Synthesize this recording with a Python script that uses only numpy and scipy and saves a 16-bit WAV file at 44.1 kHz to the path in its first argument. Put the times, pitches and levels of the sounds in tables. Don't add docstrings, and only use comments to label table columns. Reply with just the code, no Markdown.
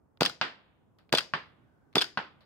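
import sys
import numpy as np
from scipy import signal
from scipy.fft import rfft, irfft, next_fast_len
from scipy.io import wavfile
from scipy.ndimage import uniform_filter1d

SR = 44100
rng = np.random.default_rng(int(sys.argv[2]) if len(sys.argv) > 2 else 0)


def ratio_of_db(decibels):
    return 10 ** (np.asarray(decibels, float) / 20)


def persist_wave(psi):
    counts = np.round(np.clip(psi, -1, 1) * 32767).astype(np.int16)
    wavfile.write(sys.argv[1], SR, np.atleast_2d(counts).T)


N = 108045

# t/s, peak level/dB
CRACKS = [
    (.2088, -11.5),
    (1.1268, -10.5),
    (1.9558, -10.5),
]
# t/s, peak level/dB
POPS = [
    (0.2203, -10.3),
    (1.1393, -10.5),
    (1.9697, -12.5),
]
# f/Hz, density/dB per Hz
GAS_COLOUR = [(47, -46.5), (80, -9.5), (493, -2), (1280, -12), (1460, -2), (1900, -11.5), (4830, -12),
              (5520, -23), (16000, -38.5)]
# f/Hz, density/dB per Hz
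SNAP_COLOUR = [(300, -29.5), (2000, -7.5), (5000, 2), (7000, -8.5), (16000, -10)]
# f/Hz, density/dB per Hz
RATTLE_COLOUR = [(120, -33), (200, -18), (623, -10), (1480, 2.5), (2020, -8.5), (3250, 5), (4950, -3),
                 (5630, -26), (9000, -25.5), (16000, -35.5)]
# t/s, scrape level/dB, ring f/Hz, ring level/dB, scrape length/s
CLANKS = [(0.231, -23, 4900, -26, 0.0012), (0.2497, -27.5, 2380, -30, .001),
          (0.2525, -27, 4900, -21.5, 0.00075), (0.2553, -33, 2700, -35, .004),
          (0.26, -23.5, 3300, -18.5, 0.0021), (0.2957, -36, 4900, -39.5, 0.0008),
          (.2972, -40.5, 1410, -33, 0.00058), (1.1495, -24.5, 3480, -19.5, 0.0039),
          (1.1726, -28.5, 4170, -30.5, 0.0051), (1.1812, -28.5, 1600, -26, 0.00198),
          (1.1832, -24, 3250, -21, 0.0025), (1.189, -31, 2700, -27, .003),
          (1.206, -35.5, 1624, -30.5, 0.0016), (1.9811, -26.5, 3510, -12.5, 0.0025),
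          (1.9914, -35, 3450, -25, 0.0031), (2.0077, -32.5, 2480, -31, 0.0017),
          (2.0175, -34, 1610, -31.5, 0.0074), (2.0121, -27, 5190, -29, 0.0017),
          (2.0181, -25.5, 3200, -30, 0.0051), (2.042, -36, 4710, -35.5, 0.00079),
          (2.0437, -42, 1514, -29, 0.00086)]
# f/Hz, width/Hz, level/dB
SLIDE_MODES = [(1500, 610, -3), (2700, 420, -2.5), (3300, 400, 1), (4900, 1700, -10), (8260, 2200, -17)]
# f/Hz, t60/s
RING_T60 = [(1400, .014), (3250, .02), (3430, .045), (3600, .02), (4900, .013)]
# t/s, level/dB, t60/s, snap level/dB, pitch f/Hz
TICKS = [
    (0.1726, -60, 0.015, -78.5, 2510),
    (0.9861, -64.5, 0.22, -63.5, 1390),
    (1.0928, -58.5, 0.013, -73.5, 2400),
    (1.1005, -66.5, .012, -85.5, 4300),
    (1.928, -60.5, 0.019, -71.5, 2400),
    (1.936, -63, 0.013, -85, 4300),
    (2.407, -63.5, 0.23, -76, 4200),
]
# f/Hz, density/dB per Hz
TICK_COLOUR = [(290, -28.5), (500, 0.5), (3250, -7.5), (4210, -8.5), (6510, -35), (12700, -29),
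               (16000, -33.5)]
# t/s, peak level/dB, low board pitch f/Hz, high board pitch f/Hz, contact/ms
IMPACTS = [
    (0.4134, -9, 990, 1560, 0.059),
    (1.3371, -11.5, 1190, 1666, 0.092),
    (2.174, -12.5, 985, 1395, 0.098),
]
# f/Hz, width/Hz, level/dB
BOARD_MODES = [(165.2, 70, -2.5), (2800, 910, 1), (4233, 430, -2), (8000, 6000, -24.5)]
# f/Hz, density/dB per Hz
SHAKE_COLOUR = [(47, -65.5), (80, -35.5), (133, -6.5), (550, -15.5), (734, -3), (1490, 4), (1860, -3.5),
                (4520, -3.5), (16000, -78.5)]
# delay/s, sign, left level/dB, right level/dB
WALLS = [(.0020, -1, -6, -4), (.0056, -1, -9, -10), (.0077, 1, -10, -11), (.0136, 1, -10, -10),
         (.0165, -1, -13, -12), (.0182, 1, -13, -12), (.027, 1, -18, -17)]
# f/Hz, density/dB per Hz
SLIDE_WET = [(120, -31), (600, -12), (1500, -3.5), (3300, -4), (5000, -5.5), (5800, -12.5), (9000, -21.5),
             (16000, -28.5)]
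# f/Hz, density/dB per Hz
BOARD_WET = [(60, -32), (160, -5.5), (550, -4.5), (1200, -1), (3400, 0.5), (4900, -7), (6000, -18.5),
             (8500, -21.5), (16000, -43.5)]
# f/Hz, t60/s
GARDEN = [(150, .31), (1000, .26), (4000, .27), (7000, 0.27), (10000, .22), (14000, 0.18)]
# f/Hz, t60/s
STREET = [(200, 1.5), (1500, 0.75), (3500, .8), (5500, 0.38), (12000, 0.35)]
# f/Hz, density/dB per Hz
HUM = [(15, -39), (30, -15.5), (95, -3.5), (250, -8.5), (500, -16), (1000, -21.5), (1500, -29.5),
       (2200, -41.5), (4900, -56), (7000, -50), (16500, -51.5)]
# f/Hz, likeness/1
ALIKE = [(60, 0.67), (240, 0.12), (950, 0.37), (3770, 0.23), (15000, 0.2)]
# t/s, level/dB
SWELL = [(0, -2.5), (.7, -3.5), (1.301, 1), (1.799, -1), (2.45, -1)]
# t/s, level/dB
WHINE = [(1.501, -100), (1.65, -79.5), (1.819, -78), (1.93, -79.5), (2.201, -105)]
# f/Hz, left over right level/dB
PORTS = [(60, -2.5), (300, -3), (700, -.5), (1500, -1.5), (3600, -1), (4900, 15), (6500, 6), (12000, -1)]
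# f/Hz, level/dB
MIC = [(15, -13), (40, -1), (80, 0), (15700, 0), (16000, -18), (16800, -24), (17000, -80)]

LEAD_S = .004
VALVE_S, VALVE_DB, VALVE_MS = 0.0024, -15, 0.22
POP_MS, REBOUND, REBOUND_S = 0.33, .45, .0012
LEAK_S = .0045
SNAP_DB, SNAP_T60 = -11.5, .004
RATTLE_DB, FADE_T60, SCRAPE_T60, RING_RISE_S = -2, 0.041, .01, 0.00048
SLIDE_SEND_DB, BOARD_SEND_DB = 20.5, 8.5
TICK_RING, TICK_WIDTH = 0.83, 0.2
BOARD_WIDTH_HZ, LOW_DB, HIGH_DB = 330, -1, 6.5
SHAKE_DB, SHAKE_T60 = -34, 0.029
GRIT, GRIT_HZ = 0.095, 6710
WET_RING = .7
WALL_HZ = 5500
BASS_HZ = 485
HUM_DB, WHINE_HZ = -65.5, 1510


def gas():
    out = np.zeros((2, N))
    for (s, db), (pop_s, pop_db) in zip(CRACKS, POPS):
        hiss = burst(GAS_COLOUR, rise_s=0.0026, hold_s=0.016, t60=0.08, alike=0.41)
        add(out, s - LEAK_S, ratio_of_db(-26.5) * hiss)
        add(out, s - LEAD_S, -ratio_of_db(db) * push(width_ms=.072))
        add(out, s - LEAD_S + .0002, ratio_of_db(db) * push(width_ms=.072))
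        add(out, s - .0002, ratio_of_db(db + SNAP_DB) * burst(SNAP_COLOUR, .00005, .0005, SNAP_T60, alike=.05))
        add(out, s - LEAD_S + .0011, -ratio_of_db(db - 4) * push(width_ms=.07))
        add(out, s, ratio_of_db(db - 11) * burst(RATTLE_COLOUR, .0001, .001, .012, alike=.4))
        valve_s = s + VALVE_S - LEAD_S
        add(out, valve_s, -ratio_of_db(VALVE_DB) * push(VALVE_MS))
        add(out, valve_s + 0.0012, ratio_of_db(VALVE_DB - 10.5) * push(5.2 * VALVE_MS))
        add(out, pop_s - LEAD_S, ratio_of_db(pop_db) * push(POP_MS))
        add(out, pop_s + REBOUND_S - LEAD_S, -REBOUND * ratio_of_db(pop_db) * push(2.01 * POP_MS))
    low_modes = body([(163, 27, 2), (277, 60, -13), (410, 95, -13.5)])
    return out + filtered(out, low_modes)


def slide():
    out, sent = np.zeros((2, 2, N))
    t = np.arange(SR // 4) / SR
    for s, db, hz, ring_db, scrape_s in CLANKS:
        after = np.maximum(t - scrape_s, 0)
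        metal = unit(filtered(pair(len(t), alike=0.81), body(SLIDE_MODES))) * ratio_of_db(-60 * after / SCRAPE_T60)
        rattle = burst(RATTLE_COLOUR, 0.000067, scrape_s, FADE_T60, alike=0.32)
        add(out, s, ratio_of_db(db) * (metal + ratio_of_db(RATTLE_DB) * rattle))
        phase = 2 * np.pi * (hz * t + rng.random((2, 1)) / 4)
        ping = np.sin(phase) * (1 - np.exp(-t / RING_RISE_S))
        add(out, s, ratio_of_db(ring_db - 60 * after / along(RING_T60, hz)) * ping)
        add(sent, s, ratio_of_db(db + SLIDE_SEND_DB) * np.sqrt(1 + scrape_s / .003) * click(SLIDE_WET))
    for s, db, t60, snap_db, hz in TICKS:
        add(out, s, ratio_of_db(snap_db) * burst(SNAP_COLOUR, .0001, 0.0005, 2 * SNAP_T60, alike=0.36))
        pitch = body([(hz, TICK_WIDTH * hz, 0)])
        tick = burst(TICK_COLOUR, .0001, 0.0014, t60, alike=0.18)
        add(out, s, ratio_of_db(db) * filtered(tick, lambda f: 1 + TICK_RING * pitch(f)))
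    return out, sent


def pellet():
    out, sent = np.zeros((2, 2, N))
    t = np.arange(SR // 8) / SR
    for s, db, low_hz, high_hz, contact_ms in IMPACTS:
        def contact(f):
            smooth = np.exp(-.5 * (2 * np.pi * f * contact_ms / 1000) ** 2)
            return smooth + GRIT * .05 / contact_ms / (1 + (f / GRIT_HZ) ** 4)

        def wet(f):
            pitches = body([(low_hz, 400, 0), (high_hz, 400, 0)], flip=1)
            return (1 + WET_RING * pitches(f)) / (1 + 1j * f * contact_ms / 300) ** 2

        own_modes = [(low_hz, BOARD_WIDTH_HZ, LOW_DB), (high_hz, BOARD_WIDTH_HZ, HIGH_DB)]
        board = body(BOARD_MODES + own_modes, flip=0.93)
        impulse = 1. * (t == t[9])
        knock = filtered(impulse, lambda f: contact(f) * board(f) * 1j * f / (1j * f + 130))
        knock *= ratio_of_db(db) / np.abs(knock).max()
        add(out, s - t[9], knock * ratio_of_db([[0], [-2]]))
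        add(out, s, ratio_of_db(db - 63) * burst(SNAP_COLOUR, .0001, .002, .15, alike=.3))
        dull = filtered(knock, lambda f: 1 / (1 + 1j * f / WALL_HZ) ** 2)
        for delay_s, sign, *side_db in WALLS:
            for ear in range(2):
                arrival_s = s + delay_s + rng.normal(0, 0.0001)
                add(out[ear], arrival_s, sign * ratio_of_db(side_db[ear]) * dull)
        shake = burst(SHAKE_COLOUR, .0008, .006, SHAKE_T60, alike=.35)
        add(out, s, ratio_of_db(db + 18.5 + SHAKE_DB) * filtered(shake, lambda f: contact(.6 * f)))
        add(sent, s, ratio_of_db(db + BOARD_SEND_DB) * filtered(click(BOARD_WET), wet))
    return out, sent


def echo(x, street_db, gap_s):
    out, step = np.zeros((2, N)), SR // 40
    for k in range(0, N, step):
        piece = x[:, k:k + step]
        if np.abs(piece).max() > 1e-4:
            hz, t, z = signal.stft(pair(SR * 2 // 3, alike=0.13), SR, nperseg=256)
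            near = ratio_of_db(-60 * t / along(GARDEN, hz)[:, None])
            far = ratio_of_db(street_db - 60 * t / along(STREET, hz)[:, None]) * (1 - np.exp(-t / .02))
            tail = signal.istft(z * np.hypot(near, far), SR, nperseg=256)[1]
            tail = tail / np.linalg.norm(tail[0])
            add(out, k / SR + gap_s, signal.fftconvolve(piece, tail, axes=1))
    return out


def traffic():
    z = signal.stft(rng.standard_normal((2, N + 512)), nperseg=1024)[2]
    patches = uniform_filter1d(rng.standard_normal(z.shape[1:]), size=8, axis=0)
    patches = uniform_filter1d(patches, size=5, axis=1)
    two = signal.istft(z * ratio_of_db(0.5 * unit(patches)), nperseg=1024)[1][:, :N]

    def mid_side(hz):
        turn = np.arccos(np.clip(along(ALIKE, hz), -1, 1)) / 2
        return ratio_of_db(along(HUM, hz)) * [np.cos(turn), np.sin(turn)]

    mid, side = filtered(two, mid_side)
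    hum = unit(np.array([mid + side, mid - side]))
    whine = unit(filtered(rng.standard_normal((2, N)), body([(WHINE_HZ, 70, 0)])))
    t = np.arange(N) / SR
    swell_db = np.interp(t, *np.transpose(SWELL))
    whine_db = np.interp(t, *np.transpose(WHINE))
    return ratio_of_db(HUM_DB + 1.0 + swell_db) * hum + ratio_of_db(whine_db) * whine


def push(width_ms):
    u = (np.arange(SR // 50) / SR - LEAD_S) * 1000 / width_ms
    return (1 - u * u) * np.exp(-u * u / 2)


def burst(spectrum, rise_s, hold_s, t60, alike):
    t = np.arange(SR // 4) / SR
    noise = unit(filtered(pair(len(t), alike), causal(spectrum)))
    return noise * (1 - np.exp(-t / rise_s)) ** 2 * ratio_of_db(-60 * np.maximum(t - hold_s, 0) / t60)


def click(spectrum):
    x = filtered(1. * (np.arange(SR // 50) == 0), causal(spectrum))
    return x / np.linalg.norm(x)


def pair(count, alike):
    a = rng.standard_normal((3, count))

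    def share(hz):
        return 1 - (1 - np.clip(alike, 0, 1)) * hz ** 2 / (hz ** 2 + BASS_HZ ** 2)

    common = filtered(a[0], lambda hz: np.sqrt(share(hz)))
    return common + filtered(a[1:], lambda hz: np.sqrt(1 - share(hz)))


def body(peaks, flip=-1):
    def response(f):
        total = 0
        for k, (c, w, db) in enumerate(peaks):
            total = total + flip ** k * ratio_of_db(db) * 1j * f * w / (c * c - f * f + 1j * f * w)
        return total
    return response


def causal(points, share=1):
    def response(hz):
        c = irfft(share * np.maximum(along(points, hz), -100) * np.log(10) / 20)
        c[1:len(c) // 2] *= 2
        c[len(c) // 2 + 1:] = 0
        return np.exp(rfft(c, 2 * len(hz) - 2))
    return response


def filtered(x, response):
    n = x.shape[-1]
    m = 2 * next_fast_len(n // 2 + 2048, True)
    return irfft(rfft(x, m) * response(np.fft.rfftfreq(m, 1 / SR)), m)[..., :n]


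def along(points, hz):
    f, v = np.transpose(points)
    return np.interp(np.log(hz + 1), np.log(f + 1), v)


def unit(x):
    return x / np.sqrt(np.mean(x ** 2) + 1e-20)


def add(out, s, x):
    part = out[..., round(s * SR):]
    part[..., :x.shape[-1]] += x[..., :part.shape[-1]]


def scene():
    blast = gas()
    metal, metal_sent = slide()
    board, board_sent = pellet()
    near_wet = ratio_of_db(-12.5) * echo(blast + metal_sent, street_db=-29.5, gap_s=.006)
    far_wet = echo(board_sent, street_db=-21.5, gap_s=0.0074)
    return blast + metal + board + near_wet + far_wet + traffic()


def low_pass(x):
    return signal.sosfilt(signal.butter(12, 16870, fs=SR, output="sos"), x)


def record(dry):
    def late(hz):
        delay = np.exp(-2j * np.pi * hz * .00006 / (1 + (hz / 7000) ** 2))
        return delay * (1j * hz + 5) / (1j * hz + 40)

    right_colour = causal(PORTS, share=-.4)
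    left = filtered(dry[0], causal(PORTS, share=.6))
    right = filtered(dry[1], lambda hz: right_colour(hz) * late(hz))
    return low_pass(filtered(np.array([left, right]), causal(MIC)))


dry = scene()
out = record(dry)
persist_wave(out)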